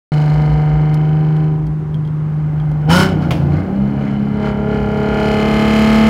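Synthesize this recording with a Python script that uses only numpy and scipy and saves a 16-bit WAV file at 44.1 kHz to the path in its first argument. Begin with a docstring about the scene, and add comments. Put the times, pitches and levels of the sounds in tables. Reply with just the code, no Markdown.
"""Inside a six-cylinder car with a loud, loose exhaust, one microphone at the driver's seat.
The engine drones at a steady speed, eases off, barks and pops through a downshift, then pulls harder
and brighter. Its puffs of gas boom in the cabin, growl in the pipe, rasp through a leak and rattle
a loose joint. Underneath, the road rumbles and thuds; close by, the trim ticks now and then."""
import sys
import numpy as np
from scipy import signal
from scipy.fft import rfft, irfft
from scipy.io import wavfile
from scipy.ndimage import uniform_filter1d, map_coordinates

SR = 44100
rng = np.random.default_rng(int(sys.argv[2]) if len(sys.argv) > 2 else 0)


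def generate_wav(signal):
    """Clip the signal to [-1, 1] and save it as 16-bit WAV at the path in sys.argv[1]."""
    frames = np.transpose(np.atleast_2d(signal))
    scaled = np.clip(frames, -1, 1) * 32767
    pcm = np.round(scaled).astype(np.int16)
    wavfile.write(sys.argv[1], SR, pcm)


N = 268569
T = np.arange(N) / SR
HZ = np.fft.rfftfreq(N, 1 / SR)

# Road rumble through the floor. Each row: time in seconds, level in dB.
RUMBLE_LEVEL = [(.12, -40), (.55, -32), (1.4, -38), (1.95, -43), (2.7, -30), (4.1, -34.5), (4.55, -28),
                (6.08, -23.5)]
# Wheels dropping into hollows. Each row: time of the peak in seconds, level in dB.
HOLLOWS = [(.375, -20), (0.536, -15), (.755, -14.5), (1.688, -24), (3.83, -21), (4.84, -16)]
# Trim near the seat. Each row: start in seconds, level in dB, relative level of the ring in dB.
TRIM_TICKS = [(0.9423, -24, -23), (1.3665, -37, -7.5), (1.6676, -36, -15), (1.944, -38, 2),
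              (2.051, -43, -2), (2.075, -40.5, -5), (2.6002, -44.5, 2.5), (2.7144, -36, -13)]
# Ring of the trim. Each row: pitch in Hz, relative level in dB, t60 in seconds.
TRIM_MODES = [(3200, 2.5, 0.061), (3340, 0, 0.031), (6578, -27, .04)]
# The two stages of the pop's decay. Each row: level in dB, t60 in seconds.
POP_STAGES = [(-17.5, 0.085), (-25, 0.42)]

# Noise colours as heard from the seat. Each row: frequency in Hz, relative spectral level in dB.
RUMBLE_COLOUR = [(15, -28), (30, -23), (42, -19), (54, 0), (64, 7.5), (78, -4), (105, -6), (160, -26),
                 (400, -65)]
TYRE_AND_AIR_COLOUR = [(20, -21), (60, -0.5), (95, -4.5), (130, 1.5), (200, -5.5), (350, -8), (600, -24),
                       (1000, -18.5), (2000, -32), (4000, -46.5), (8000, -54.5), (16000, -64)]
SNAP_COLOUR = [(1500, -29), (3000, -3.5), (4300, 4.5), (6500, -6.5), (11000, -7.5), (16000, -16)]
CRACK_COLOUR = [(200, -9.5), (700, 9), (1500, -4.5), (1900, -7), (2400, -2), (3100, -3), (3800, -12),
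                (5200, -14), (7500, -24.5), (16000, -29)]
RATTLE_COLOUR = [(2500, -24), (3700, -5), (4500, -3.5), (5400, -8), (5900, -12), (7000, -16),
                 (10000, -39.5)]
FIZZ_COLOUR = [(4500, -23), (6200, -4), (7500, -0.5), (10000, -0.5), (13000, -5.5), (16000, -8.5)]
RASP_COLOUR = [(650, -41.5), (850, -8), (980, 1.5), (1150, -4.5), (1280, 0.5), (1550, -1), (1800, -4.5),
               (2300, -2.5), (2620, -2), (3100, -7.5), (3450, -7), (3800, -28.5), (6000, -54.5)]
BURBLE_COLOUR = [(55, -17.5), (88, 14.5), (118, 5), (200, 0), (290, 15), (400, -3.5), (470, 1.5),
                 (560, 4.5), (650, -1.5), (780, 3.5), (960, -11.5), (1150, -16), (1800, -52)]
# Resonances. Each row: centre in Hz, width in Hz, lift in dB.
PIPE_MODES = [(1570, 210, 4.5), (2082, 94, 8), (2910, 240, 5), (4190, 280, 10), (4870, 130, 6.5),
              (6940, 400, 3.5)]
BARK_MODES = [(720, 170, 7), (925, 160, 5), (1440, 280, 10), (2250, 180, 3), (3014, 460, 11),
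              (5310, 130, 11), (10000, 3800, 1)]  # the pipe with the throttle snapped open
CABIN_MODES = [(188, 16, -7.5), (307.4, 9.6, 4), (385, 9.2, 9), (422.5, 11, 9.5)]  # standing waves that the low orders sweep through

# Engine speed. Each row: time in seconds, firing rate in Hz.
FIRING_RATE = [(0.15, 150.1), (0.7, 151.2), (1.35, 154.6), (2.6, 151.8), (2.87, 150.4), (2.96, 181),
               (3.02, 190.4), (3.16, 189.3), (3.35, 161.3), (3.6, 184.7), (3.9, 207.8), (4.2, 206),
               (4.43, 210), (4.56, 206.5), (4.7, 211.5), (4.85, 208.6), (5.0, 210.7), (5.4, 211.9),
               (6.09, 219.8)]
# Smooth under load, ragged off the throttle. Each row: time in seconds, roughness from 0 to 1.
ROUGHNESS = [(.12, 0.3), (1.55, 0.24), (1.8, 0.8), (2.8, 0.85), (2.93, 0.39), (3.2, 0.93), (4.28, 0.82),
             (4.48, 0.34), (6.08, 0.17)]
# Exhaust flow as the pedal moves. Each row: time in seconds, growl and rasp in relative dB.
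PEDAL_FLOW = [(.12, -28, -35), (.5, -28, -37.5), (1.45, -34.5, -41.5), (1.75, -44, -59), (2.25, -43, -47.5),
              (2.8, -35.5, -45), (3.15, -25, -41), (3.6, -27.5, -40.5), (4.25, -32.5, -39.5),
              (4.65, -28.5, -38.5), (4.95, -26.5, -34.5), (5.2, -21.5, -29), (5.7, -22, -24),
              (6.08, -22.5, -23)]
# The throttle blip. Each row: time in seconds, share of bark from 0 to 1.
BARK_SHARE = [(2.8, 0.04), (2.89, 1), (3.1, 1), (3.45, 0.02)]
# Surges of gas, the strongest at the blip. Each row: time of full strength in seconds,
# rise in dB per second, hold in seconds, rasp in relative dB.
GAS_SURGES = [(2.599, 150, 0.023, -45.5), (2.905, 1000, 0.12, -15.5), (3.225, 394, .015, -33.5),
              (3.538, 191, 0.054, -34), (4.02, 128, 0.11, -37), (4.46, 127, 0.024, -30.5),
              (4.73, 151, .03, -35)]
# Strength of each cylinder in relative dB, in firing order: in the pipe, and at the loose joint.
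PIPE_PUFFS_DB = [5, 1, 1.5, -1.8, -1.7, 2.2]
JOINT_KNOCKS_DB = [-3, -6, -1, 1.5, -3.5, -10.5]
# Upper orders, cruising and pulling. Each row: multiple of the engine cycle, relative level in dB.
CRUISE_ORDERS = [(9, -25), (10, -43), (11, -31.5), (13, -35), (14, -43), (16, -47.5), (17, -44), (18, -25),
                 (19, -29.5), (20, -47), (21, -32.5), (22, -44), (23, -35), (24, -32), (25, -32),
                 (26, -39.5), (27, -34), (28, -46), (29, -36), (30, -21.5), (31, -31.5), (32, -38.5),
                 (33, -46.5), (34, -41), (35, -33), (36, -35), (37, -37.5), (39, -32), (40, -49.5)]
PULL_ORDERS = [(9, -13.5), (10, -27), (11, -16), (13, -11), (14, -21), (16, -25.5), (17, -28.5),
               (18, -10.5), (19, -18), (20, -24.5), (21, -20), (22, -31), (23, -15), (24, -18), (25, -23),
               (26, -31.5), (27, -22.5), (28, -45), (29, -24.5), (30, -35), (31, -35.5), (32, -44),
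               (33, -39.5), (34, -33.5), (35, -30), (36, -23), (37, -42.5), (39, -29), (40, -21)]
# Low orders from unequal cylinders. Each row: multiple of the cycle, then in dB the level in top gear,
# between gears and in the lower gear, and the change at full load.
LOW_ORDERS = [(3, -42, -25, -44.5, 7), (4, -40.5, -38, -23.5, -0.5), (5, -41.5, -17.5, -30.5, 4.5),
              (7, -52.5, -34, -42.5, 18), (8, -37, -31, -30.5, -12), (12, -48.5, -35.5, -45, 18),
              (15, -55.5, -56.5, -50, 18)]
# Hum at the firing rate. Each row: time in seconds, rms level in dB.
DRONE_LEVEL = [(.12, -11.5), (1.4, -12.5), (1.85, -19), (2.2, -17), (2.86, -15), (2.92, -8), (3.08, -19.5),
               (3.65, -23.5), (3.82, -14), (3.95, -22.5), (4.2, -16.5), (4.4, -20), (5.15, -20),
               (5.8, -11.5), (6.08, -9)]

CYLINDERS = 6
THROB_AT = 0.58  # share of the cycle at which the boom crests and the rasp is brightest
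OPEN_S = 0.119  # the microphone opens
USUAL_RASP_DB = -35.5  # reference flow for the rattle and the leak's edge


def amp(db):
    """Decibels to gain."""
    return 10 ** (np.asarray(db) / 20)


def unit(x):
    """Scales to rms 1."""
    return x / np.sqrt(np.mean(x ** 2) + 1e-20)


def together(*levels_db):
    """Level of unrelated sounds heard at once."""
    return 10 * np.log10(sum(amp(db) ** 2 for db in levels_db) + 1e-20)


def curve(rows):
    """Each column of a time table, joined by straight lines."""
    s, *columns = np.transpose(rows)
    return [np.interp(T, s, c) for c in columns]


def lift_db(hz, modes):
    """Lift that resonances give at these frequencies."""
    return sum(lift / (1 + (2 * (hz - centre) / width) ** 2) for centre, width, lift in modes)


def colour(x, points, modes=()):
    """Filters by a spectrum with resonances on top, to rms 1."""
    hz, db = np.transpose(points)
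    db = np.interp(np.log(HZ + 1), np.log(hz), db) + lift_db(HZ, modes)
    return unit(irfft(rfft(x) * amp(db), N))


def noise():
    """White noise."""
    return rng.standard_normal(N)


def wander(rate_hz):
    """Slow random drift of rms 1."""
    return unit(irfft(rfft(noise()) * np.exp(-(HZ / rate_hz) ** 2), N))


def road():
    """Bumps rumble up through the body over steady tyre and air noise."""
    rumble = colour(noise(), RUMBLE_COLOUR)
    rumble /= np.sqrt(uniform_filter1d(rumble ** 2, size=5000) + 1e-6)  # the bumps alone set its swell
    return amp(curve(RUMBLE_LEVEL)[0]) * rumble + amp(-30.5) * colour(noise(), TYRE_AND_AIR_COLOUR)


def thuds(ring_hz=59.4, swell_s=0.05):
    """Each hollow swells the lowest air resonance of the cabin for a few cycles."""
    return sum(amp(db) * np.exp(-((T - s) / swell_s) ** 2) * np.cos(2 * np.pi * ring_hz * (T - s))
               for s, db in HOLLOWS)


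def trim_ticks(snap_t60=0.035):
    """Short plastic snaps near the microphone, some with a small ring."""
    out, t = np.zeros(N), T[:SR // 8]
    snap = colour(noise(), SNAP_COLOUR)
    ring = sum(amp(db - 60 * t / t60) * np.sin(2 * np.pi * hz * t) for hz, db, t60 in TRIM_MODES)
    for s, db, ring_db in TRIM_TICKS:
        span = slice(round(s * SR), round(s * SR) + len(t))
        crack = snap[span] * amp(-11.5 - 60 * t / snap_t60)
        out[span] += amp(db) * (crack + amp(ring_db - 3) * ring)
    return out


def pop(start_s=3.307, thump_hz=131.7, thump_t60=0.18):
    """Unburnt fuel cracks in the pipe, thumps the cabin and hisses away."""
    age = np.maximum(T - start_s, 0)
    fade = sum(amp(db - 60 * age / t60) for db, t60 in POP_STAGES)
    crack = fade * (1 - np.exp(-age / 0.00063)) * colour(noise(), CRACK_COLOUR)
    thump = amp(-2 - 60 * age / thump_t60) * (1 - np.exp(-age / 0.0087))
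    return crack + thump * np.sin(2 * np.pi * thump_hz * age)


def lower_gear(firing_hz, above_hz=190.5, span_hz=9.4):
    """Share 0-1 by which the lower gear has engaged."""
    return np.clip((firing_hz - above_hz) / span_hz, 0, 1)


def surges(t, fall_db_per_s=161.5):
    """Level of the gas surges at times t: each swells, holds and falls away."""
    return together(*(db - rise * np.maximum(s - t, 0) - fall_db_per_s * np.maximum(t - s - hold, 0)
                      for s, rise, hold, db in GAS_SURGES))


def flow_levels(firing_hz, growl_lead_s=0.014, settle_s=0.28):
    """Levels of growl, rasp, the leak's edge and rattle: the pedal sets the flow, surges ride on it."""
    growl_db, steady_db = curve(PEDAL_FLOW)
    surge_db = surges(T)
    growl_db = together(growl_db, -4.5 + 0.84 * surges(T + growl_lead_s))
    excess_db = steady_db - USUAL_RASP_DB
    edge_db = -5 + 0.29 * excess_db + 3 * lower_gear(firing_hz) + 5 * curve(BARK_SHARE)[0] ** 2
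    settling_db = 7.5 * np.exp(-(T - OPEN_S) / settle_s)  # the joint shakes harder at first
    rattle_db = together(-53 + 1.466 * excess_db + settling_db, -54 + 1.33 * (surge_db - USUAL_RASP_DB))
    return growl_db, together(steady_db, surge_db), edge_db, rattle_db


def puffs(cycles, cylinders_db, rough, decay_firings, floor):
    """A puff of gas at each firing: part repeats every cycle and drifts, part is fresh turbulence."""
    firings = cycles * CYLINDERS
    uneven = 1 - 0.63 * curve(BARK_SHARE)[0]  # in the blip the cylinders hit more alike
    strength = amp(uneven * np.array(cylinders_db)[firings.astype(int) % CYLINDERS])
    envelope = strength * np.exp(-(firings % 1) / decay_firings) + floor
    first, second = (unit(map_coordinates(grain, [cycles % 1 * len(grain)], order=3, mode="grid-wrap"))
                     for grain in rng.standard_normal(size=(2, 1200)))
    drift = 2.168 * T + 0.35 * wander(2.3)
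    repeated = np.cos(drift) * first + np.sin(drift) * second
    rough = np.clip(rough, 0, 1)
    return envelope * (np.sqrt(1 - rough ** 2) * repeated + rough * noise())


def through_pipe(x, points):
    """Colours a sound with the pipe's ring, which turns to a bark during the throttle blip."""
    bark, = curve(BARK_SHARE)
    return np.sqrt(1 - bark) * colour(x, points, PIPE_MODES) + np.sqrt(bark) * colour(x, points, BARK_MODES)


def reflections(x, t60, wet_db):
    """Close walls smear each puff for a few milliseconds, without favouring any pitch."""
    t = T[:SR // 25]
    fade = amp(-60 * t / t60)
    spectrum = rfft(rng.standard_normal(len(t)) * fade)
    tail = irfft(spectrum / (abs(spectrum) + 1e-12), len(t)) * np.sqrt(fade)
    return x + amp(wet_db) * signal.oaconvolve(x, tail / np.linalg.norm(tail))[:N]


def joint_rattle(cycles, rough, level_db):
    """The loose joint buzzes hardest once a cycle, and fizzes when it is driven hard."""
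    buzz = puffs(cycles, JOINT_KNOCKS_DB, 0.48 + rough, decay_firings=1, floor=0.24)
    buzz *= amp(0.78 * wander(50) + 0.58 * wander(4.9))
    fizz_db = level_db - 8 + 0.34 * (level_db + 29)
    fizz = amp(fizz_db) * through_pipe(buzz, FIZZ_COLOUR)
    return amp(level_db) * through_pipe(buzz, RATTLE_COLOUR) + fizz


def leak_rasp(cycles, rough, level_db, edge_db, split_hz=1850):
    """Sharp puffs from the leak ring the pipe; more load sharpens their edge."""
    leak = puffs(cycles, PIPE_PUFFS_DB, rough, decay_firings=0.55, floor=0.32)
    leak = reflections(leak, t60=0.026, wet_db=-5)
    spectrum = rfft(through_pipe(leak, RASP_COLOUR))
    body = irfft(spectrum / (1 + (HZ / split_hz) ** 8), N)
    edge = irfft(spectrum / (1 + (split_hz / (HZ + 1)) ** 8), N)
    # the rasp brightens once a cycle, with the joint's hardest knock
    brightening = np.exp(-((cycles % 1 - THROB_AT) / 0.14) ** 2)
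    edge *= 0.75 + 1.35 * (1 - rough) * brightening
    return amp(level_db + 0.9) * (body + amp(edge_db) * edge)


def order_tone(cycles, order, flutter, peak_at):
    """One multiple of the engine cycle, cresting at peak_at, unsteady in strength and phase."""
    angle = 2 * np.pi * order * (cycles - peak_at)
    in_phase = np.cos(angle) * (1 + flutter * wander(11))
    return np.sqrt(2) * (in_phase + np.sin(angle) * flutter * wander(17))


def pipe_growl(cycles, firing_hz, rough, level_db):
    """Unequal cylinders give a comb of upper orders that blurs into burble off the throttle."""
    pull = np.clip((firing_hz - 160) / 45, 0, 1)
    comb = np.zeros(N)
    for (order, cruise_db), (_, pull_db) in zip(CRUISE_ORDERS, PULL_ORDERS):
        db = (1 - pull) * (cruise_db + 18.5) + pull * (pull_db + 7.5)
        comb += amp(db) * order_tone(cycles, order, 0.58 * rough, rng.random())
    burble = colour(puffs(cycles, PIPE_PUFFS_DB, 0.99, decay_firings=0.55, floor=0.6), BURBLE_COLOUR)
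    return amp(level_db) * ((1 - rough ** 2) * comb + rough ** 1.16 * amp(4) * burble)


def cabin_boom(cycles, firing_hz, rough, shift_s=2.79, shift_takes_s=0.21, lag_cycles=0.0065):
    """Low orders crest nearly together and throb once a cycle; gear and load set their balance."""
    shifted = np.clip((T - shift_s) / shift_takes_s, 0, 1)
    lower = lower_gear(firing_hz)
    out = amp(curve(DRONE_LEVEL)[0]) * order_tone(cycles, CYLINDERS, 0.09 * rough, THROB_AT)
    for order, top_db, between_db, lower_db, load_db in LOW_ORDERS:
        gear_db = (1 - shifted) * top_db + shifted * ((1 - lower) * between_db + lower * lower_db)
        db = gear_db + load_db * (1 - rough) + lift_db(order * firing_hz / CYLINDERS, CABIN_MODES)
        peak_at = THROB_AT + lag_cycles * (order - CYLINDERS)  # higher orders reach the seat later
        out += amp(db) * order_tone(cycles, order, 0.41 * rough, peak_at)
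    return out


def scene():
    """At the driver's seat, in mono: one crankshaft drives boom, growl, rasp and rattle over the road."""
    firing_hz, = curve(FIRING_RATE)
    rough, = curve(ROUGHNESS)
    cycles = np.cumsum(firing_hz * (1 + 0.002983 * rough * wander(14))) / SR / CYLINDERS
    growl_db, rasp_db, edge_db, rattle_db = flow_levels(firing_hz)
    exhaust = cabin_boom(cycles, firing_hz, rough) + pipe_growl(cycles, firing_hz, rough, growl_db)
    exhaust += leak_rasp(cycles, rough, rasp_db, edge_db) + joint_rattle(cycles, rough, rattle_db)
    return (exhaust + road() + thuds() + trim_ticks() + pop())[None]


def record(dry, cutoff_hz=15850):
    """The microphone input opens after a moment, rounds off the highest peaks and is band-limited."""
    opened = dry * np.clip((T - OPEN_S) / 0.00063, 0, 1)
    limited = opened / (1 + opened ** 8) ** (1 / 8)
    lowpass = signal.firwin(511, cutoff_hz, window=("kaiser", 9), fs=SR)
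    return signal.oaconvolve(limited, lowpass[None], "same")


dry = scene()
out = record(dry)
generate_wav(out)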